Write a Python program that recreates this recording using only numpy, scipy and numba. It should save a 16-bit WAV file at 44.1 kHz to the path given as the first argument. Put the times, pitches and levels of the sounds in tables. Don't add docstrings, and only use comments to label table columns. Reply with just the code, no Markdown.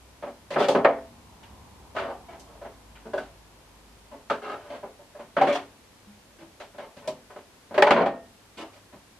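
import sys
import numpy as np
from scipy import signal
from scipy.fft import rfft, irfft, next_fast_len
from scipy.io import wavfile
from numba import njit

SR = 44100
rng = np.random.default_rng(int(sys.argv[2]) if len(sys.argv) > 2 else 0)


def unload_audio(sound):
    columns = np.transpose(np.atleast_2d(sound))
    steps = np.round(np.clip(columns, -1, 1) * 32767)
    wavfile.write(sys.argv[1], SR, steps.astype(np.int16))


N = 405279
BANDS_HZ = 30 * 2 ** (np.arange(19) / 2)
ATTACK_SAMPLES = int(.03 * SR)


def undb(db):
    return 10 ** (np.asarray(db) / 20)


def rms(x):
    return np.sqrt(np.mean(x ** 2, axis=-1, keepdims=True))


def at(points, hz):
    f, value = np.transpose(points)
    return np.interp(np.log(hz), np.log(f), value)


def decay(t, t60):
    return np.exp(-np.log(1000) * t / np.asarray(t60)[..., None])


def add(out, start_s, sound):
    i = max(int(start_s * SR), 0)
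    out[:, i:i + sound.shape[1]] += sound[:, :N - i]


def wander(turns_per_s):
    knots = rng.standard_normal(int(N / SR * turns_per_s) + 2)
    return np.interp(np.arange(N) / SR * turns_per_s, np.arange(len(knots)), knots)


def band_noise(size):
    hz = np.arange(size // 2 + 1) * SR / size + 1
    shape = np.cos(np.pi / 2 * np.clip(2 * np.log2(hz / BANDS_HZ[:, None]), -1, 1))
    white = rng.standard_normal((2, len(BANDS_HZ), size))
    noise = irfft(rfft(white) * shape, size)
    return noise / rms(noise)


def steady_noise(spectrum, width):
    size = next_fast_len(N)
    hz = np.arange(size // 2 + 1) * SR / size + 1
    gain = undb(at(spectrum, hz)) * np.array([np.ones(len(hz)), undb(at(width, hz))])
    noise = irfft(rfft(rng.standard_normal((2, size))) * gain, size)[:, :N]
    return noise / rms(noise[0])


# frequency in Hz, relative noise density in dB.
ROOM_TONE_SPECTRUM = [(15, -38.5), (25, -12.5), (54, -2.5), (151, -8), (182, -7), (213, -5.5), (301, -7.5),
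                      (425, -9), (460, -10.5), (511, -7.5), (569, -10), (4600, -21), (11000, -26),
                      (14000, -31.5)]
# frequency in Hz, side minus mid in dB.
AMBIENCE_WIDTH = [(60, -16), (300, -7.5), (1000, -5), (3000, 0), (10000, 0)]


def room_tone(noise_db=-57, hum_hz=100, hum_db=-69):
    out = undb(noise_db) * steady_noise(ROOM_TONE_SPECTRUM, AMBIENCE_WIDTH)
    out[0] += undb(hum_db) * np.sqrt(2) * np.sin(2 * np.pi * hum_hz * np.arange(N) / SR)
    return out


# time in seconds, pitch in Hz, level in dB.
ENGINE_COURSE = [(0, 62.6, -59), (0.601, 69.7, -68), (1.9, 70.8, -59), (2.2, 54, -63), (2.999, 54.4, -59),
                 (4.1, 50.5, -63), (4.3, 50, -86)]
# frequency in Hz, relative noise density in dB.
ROAD_SPECTRUM = [(30, -29), (55, 4), (130, -4.5), (250, -5.5), (500, -16.5), (1000, -7), (1600, -34.5),
                 (3000, -42)]


def distant_vehicle(road_db=-53.5, nearest_s=1.98, passing_s=0.91, engine_trim_db=1, waver_db=2):
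    t = np.arange(N) / SR
    times, *columns = np.transpose(ENGINE_COURSE)
    engine_hz, engine_db = (np.interp(t, times, column) for column in columns)
    distance = np.hypot(1, (t - nearest_s) / passing_s)
    out = steady_noise(ROAD_SPECTRUM, AMBIENCE_WIDTH) * undb(road_db + wander(3.9)) / distance
    phase = 2 * np.pi * np.cumsum(engine_hz * (1 + 0.036 * wander(3.5))) / SR
    out[0] += np.sqrt(2) * np.sin(phase) * undb(engine_db + engine_trim_db + waver_db * wander(6.96))
    return out


def soft_bump(start_s=6.068, hz=207, db=-38, rise_s=0.025, t60=0.29):
    out, t = np.zeros((2, N)), np.arange(SR // 2) / SR
    envelope = (1 - np.exp(-t / rise_s)) * decay(t, t60)
    add(out[:1], start_s, undb(db) * (envelope * np.sin(2 * np.pi * hz * t))[None])
    return out


def ring_modes(modes, colour, t, scatter_db=4.0, detune=0.0062, rise_s=0.0063):
    hz, db, t60 = np.transpose(modes)
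    polarity, strength, tuning = rng.standard_normal((3, len(hz)))
    gain = np.sign(polarity) * undb(db + at(colour, hz) + scatter_db * strength)
    waves = np.sin(2 * np.pi * np.outer(hz * (1 + detune * tuning), t)) * decay(t, t60)
    return gain @ waves * (1 - np.exp(-t / rise_s))


def contact_envelope(t, tick_db, t60, direct=0.93, bloom_s=0.0053, crack_db=-1, room_db=-10):
    softness_db = min(tick_db, 0)
    onset = np.clip(direct * undb(.2 * softness_db), 0, 1)
    bloom = 1 - (1 - onset) * np.exp(-t / bloom_s)
    crack = undb(crack_db + softness_db) * np.exp(-t / 0.00041)
    near = bloom * decay(t, t60) + crack
    room_t60 = at([(500, 0.35), (6000, 0.26)], BANDS_HZ)
    room = bloom * undb(room_db) * decay(t, room_t60)
    build = 1 - np.exp(-np.outer(BANDS_HZ + 200, t) / 3)
    return build * np.sqrt(near ** 2 + room ** 2)


# frequency in Hz, relative density in dB.
FRAME_SPECTRUM = [(35, -38.5), (80, -23), (125, -24), (180, -9), (260, -4.5), (420, -1.5), (620, 3.5),
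                  (900, -2.5), (1300, -10.5), (2000, -16), (3200, -18.5), (4800, -32), (6500, -36),
                  (10000, -46.5), (14000, -60.5)]
# frequency in Hz, side minus mid in dB.
FRAME_WIDTH = [(120, -28.5), (500, -14), (1000, -9.5), (2000, -6), (4000, -2), (8000, 0)]


def dense_ring(noise, envelope, colour, clamp_hz, ring_db, dense_db=-5.5, hump_octaves=0.24):
    size = envelope.shape[-1]
    start = rng.integers(noise.shape[-1] - size)
    bands = noise[..., start:start + size] * envelope
    share = undb(at(FRAME_SPECTRUM, BANDS_HZ)) * np.sqrt(BANDS_HZ)
    share /= np.linalg.norm(share)
    hump = np.exp(-(np.log2(BANDS_HZ / clamp_hz) / hump_octaves) ** 2)
    band_db = dense_db + at(colour, BANDS_HZ) + (3 + ring_db / 2) * hump
    unit_attack = rms(envelope) / rms(envelope[:, :ATTACK_SAMPLES]) / rms(bands)
    gain = share * undb(band_db) * unit_attack[..., 0]
    gain[1] *= undb(at(FRAME_WIDTH, BANDS_HZ))
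    return np.einsum("cb,cbt->ct", gain, bands)


TONE_POINTS_HZ = [230, 430, 800, 1500, 6000]
# frequency in Hz, relative level in dB, t60 in seconds.
BOARD_MODES = [(148.6, -20.5, .4), (187.6, -14, 0.16), (236.7, -16.5, 0.65), (279.4, -11, 0.47),
               (385, -5.5, 0.26), (424.6, -9.5, 0.33), (518, -13, 0.35), (573, 4, 0.19), (667, -10, 0.36),
               (802, -8.5, 0.17), (899, -6.5, .22), (1003.4, -2, 0.13), (1263, -14, 0.14),
               (1308, -11.5, 0.14), (1499, -13.5, 0.12), (1835, -23.5, 0.38)]
# frequency in Hz, relative level in dB, t60 in seconds.
STEEL_MODES = [(2330, -39.5, 0.17), (2320, -36.5, 0.13), (2750, -30.5, 0.15), (3470, -50, 0.078),
               (3780, -31.5, .12), (4550, -48.5, 0.22), (4700, -35.5, 0.11)]
# multiple of its pitch, relative level in dB.
PLASTIC_PARTIALS = [(0.957, -4), (0.998, -4), (1.044, -5.5), (2.15, -22)]


def contact(noise, tone_db, resonance, t60, frame_db=-3, board_db=3, **onset):
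    t = np.arange(SR // 2) / SR
    thump, clack, tick = tone_db
    board_hz, clamp_hz, ring_db = resonance
    colour = list(zip(TONE_POINTS_HZ, [thump, 0, 0, clack, tick]))
    out = dense_ring(noise, contact_envelope(t, tick, t60, **onset), colour, clamp_hz, ring_db)
    struck = [(board_hz, board_db, 0.17)]
    struck += [(clamp_hz * ratio, ring_db + db - 15, 0.12) for ratio, db in PLASTIC_PARTIALS]
    out[0] += ring_modes(struck, colour, t, scatter_db=3.5, detune=0.0047, rise_s=0.0022)
    board_colour = list(zip(TONE_POINTS_HZ, [min(thump, 0), 0, 0, clack, tick]))
    out[0] += undb(frame_db) * ring_modes(BOARD_MODES, board_colour, t)
    out[0] += undb(ring_db / 2) * ring_modes(STEEL_MODES, colour, t)
    return out


# start in seconds, then level, clack and tick in dB.
HAND_TICKS = [(1.43, -61, 21.5, 25), (2.396, -63.5, -10, 44), (2.954, -58.5, 22, 17)]


def clamp_ticks(noise, thump_db=4, body_hz=905, clamp_hz=2950, t60=0.23):
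    out = np.zeros((2, N))
    for start, db, clack, tick in HAND_TICKS:
        add(out, start, undb(db) * contact(noise, (thump_db, clack, tick), (body_hz, clamp_hz, 0), t60))
    return out


# start in seconds, then level, thump and tick in dB.
FINGER_NUDGES = [(0.224, -32.5, 2, -8), (0.265, -36.5, 2, -8), (0.505, -33, 0, 13), (2.614, -41.5, -6, -6),
                 (2.645, -36.5, 2, -7.5), (4.829, -35.5, -2, -17), (4.991, -49, 1, -42),
                 (5.148, -43.5, -8, -14), (5.191, -38.5, 3, -3), (6.6, -37.5, -14, 11.5),
                 (6.743, -47, 11, -7), (6.781, -37, -4, 5), (6.967, -47, 17, 16), (7.3, -41.5, -24, -3),
                 (7.358, -39.5, -3, -1), (7.708, -39, 10, -10), (7.742, -28.5, 3, 3.5),
                 (8.926, -45.5, 15.5, 2)]


def clamp_nudges(noise, board_hz=595, clamp_hz=1680, pitch_spread=0.013, t60=.2):
    out = np.zeros((2, N))
    spots = 1 + pitch_spread * rng.standard_normal((len(FINGER_NUDGES), 2))
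    for (start, db, thump, tick), spot in zip(FINGER_NUDGES, spots):
        resonance = (board_hz * spot[0], clamp_hz * spot[1], 0)
        tone = (thump, 2.5 + 0.17 * tick, tick)
        sound = contact(noise, tone, resonance, t60, board_db=1, bloom_s=0.015, direct=.45)
        add(out, start, undb(db) * sound)
    return out


# pitch in Hz, ring strength in dB, t60 in seconds, part.
CLAMP_PARTS = [(1100, -4, 0.2, "heel"), (1272, 13.5, 0.23, "jaw"), (1200, -1, 0.3, "flank"),
               (1576, 22, 0.33, "pad"), (1834, 3.5, 0.11, "hinge"), (2230, 3, .33, "spring"),
               (2400, -6.5, 0.15, "handle"), (3360, -2, 0.22, "tip")]


def part_ring(part):
    return next(row[:3] for row in CLAMP_PARTS if row[3] == part)


# start and end in seconds,
# level, thump and tick in dB, board pitch in Hz, clamp part.
CLAMP_SLIDES = [(0.521, 0.549, -33, 0, 7.5, 600, "handle"), (0.576, 0.657, -25, 2, 9, 440, "tip"),
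                (0.771, 0.813, -27, 4, -26, 414, "heel"), (2.017, 2.12, -30.5, -1, -11, 662, "flank"),
                (2.278, 2.355, -44, -3, -2.5, 667, "spring"), (2.453, 2.58, -51, 4, -7, 650, "flank"),
                (3.048, 3.072, -39.5, 13.5, -7, 443, "flank"), (4.109, 4.143, -41.5, 1, -12, 810, "heel"),
                (4.41, 4.546, -35, -4, 3.5, 608, "jaw"), (4.553, 4.72, -45, -3, 3, 586, "handle"),
                (4.695, 4.765, -38, 1, 4, 586, "flank"), (5.474, 5.514, -22.5, 2, 3, 577, "spring"),
                (5.522, 5.562, -30.5, -20, 16.5, 730, "tip"), (6.378, 6.433, -48, 11, 8.5, 328, "heel"),
                (6.79, 6.849, -39, -1, -5, 569, "spring"), (7.014, 7.072, -46, -3, -1, 575, "handle"),
                (7.942, 8.027, -10, 5, -12.5, 480, "heel"), (8.569, 8.63, -40, 3.5, 15.5, 322, "handle"),
                (8.728, 8.778, -55.5, 3, 21, 590, "handle")]


def clamp_scrapes(noise, slips_per_s=900, spread_db=3, t60=0.065):
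    out = np.zeros((2, N))
    for start, end, db, thump, tick, board_hz, part in CLAMP_SLIDES:
        size = int((end - start) * SR)
        caught = rng.random(SR // 4) < slips_per_s / SR
        force = undb(spread_db * rng.standard_normal(SR // 4)) * rng.choice([-1, 1], SR // 4)
        slips = (caught * force)[:size] * signal.windows.tukey(size, .1)
        clamp_hz, ring_db, _ = part_ring(part)
        tone = (thump, 4 + 0.24 * tick, tick)
        one_slip = contact(noise, tone, (board_hz, clamp_hz, ring_db), t60, board_db=0, frame_db=-6)
        slide = signal.fftconvolve(slips[None], one_slip, axes=1)
        gain = rms(one_slip[0, :ATTACK_SAMPLES]) / (rms(slide[0, :size]) + 1e-9)
        add(out, start, undb(db) * gain * slide)
    return out


# start in seconds,
# level, thump, clack and tick in dB, board pitch in Hz, clamp part.
CLAMP_KNOCKS = [(0.559, -17.5, 3, 6, -20, 572, "heel"), (0.602, -14.5, -8, -6, -2.5, 598, "handle"),
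                (0.684, -16.5, -4, -5.5, 10, 519, "tip"), (0.748, -14.5, 5.5, 0, -10, 560, "heel"),
                (0.846, -10.5, -5.5, 7, -12.5, 645, "hinge"), (0.884, -15.5, -25, -25, -18.5, 669, "heel"),
                (1.95, -34, -5.5, -2, 5, 630, "flank"), (1.964, -28, -17, 10, 3, 663, "flank"),
                (1.984, -31, -8, 12.5, 5.5, 587, "flank"), (3.134, -26, -10, -11.5, -1.5, 610, "pad"),
                (3.177, -35.5, 4, 1, 11.5, 617, "pad"), (4.299, -22, -2.5, 3, 3.5, 877, "jaw"),
                (5.366, -21, 1, 10, -6.5, 583, "flank"), (5.412, -15, -4.5, -2, -4, 772, "spring"),
                (5.47, -22.5, 1, 3.5, 0, 577, "hinge"), (5.55, -30, -12, 9.5, 2, 728, "tip"),
                (7.075, -29, 2, -4.5, 17.5, 625, "handle"), (7.778, -14.5, -5, 1.5, -3.5, 601, "hinge"),
                (7.822, -9.5, -11, 6.5, 5.5, 840, "hinge"), (7.868, -11, -12, 7, -2.5, 595.6, "handle"),
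                (7.907, -5, 6, 9.5, 1, 582, "handle"), (7.961, -19, -1, 15.5, -2, 597, "flank"),
                (8.059, -18, -8, 4, -3, 790, "handle")]


def clamp_knocks(noise):
    out = np.zeros((2, N))
    for start, db, thump, clack, tick, board_hz, part in CLAMP_KNOCKS:
        clamp_hz, ring_db, t60 = part_ring(part)
        resonance = (board_hz, clamp_hz, ring_db)
        sound = contact(noise, (thump, clack, tick), resonance, t60, bloom_s=.004, direct=0.95, crack_db=1)
        add(out, start, undb(db) * sound)
    return out


def scene(clamps_db=-1, left_db=0.16):
    noise = band_noise(size=65536)
    clamps = clamp_knocks(noise) + clamp_nudges(noise) + clamp_ticks(noise) + clamp_scrapes(noise)
    mid, side = undb(clamps_db) * clamps + soft_bump() + distant_vehicle() + room_tone()
    return np.array([(mid + side) * undb(left_db), (mid - side) * undb(-left_db)])


@njit
def follow_peaks(x, attack, release):
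    out, level = np.empty(len(x)), 0.
    for i in range(len(x)):
        level += (x[i] - level) * (attack if x[i] > level else release)
        out[i] = level
    return out


def record(dry, limit_db=-10, attack_s=0.0043, release_s=0.29, top_hz=13900):
    envelope = follow_peaks(np.abs(dry).max(axis=0), 1 / (attack_s * SR), 1 / (release_s * SR))
    reduction = np.maximum(envelope / undb(limit_db), 1)
    limited = np.clip(dry / reduction, -1, 1)
    return signal.sosfilt(signal.ellip(10, .2, 70, top_hz, fs=SR, output="sos"), limited)


dry = scene()
out = record(dry)
unload_audio(out)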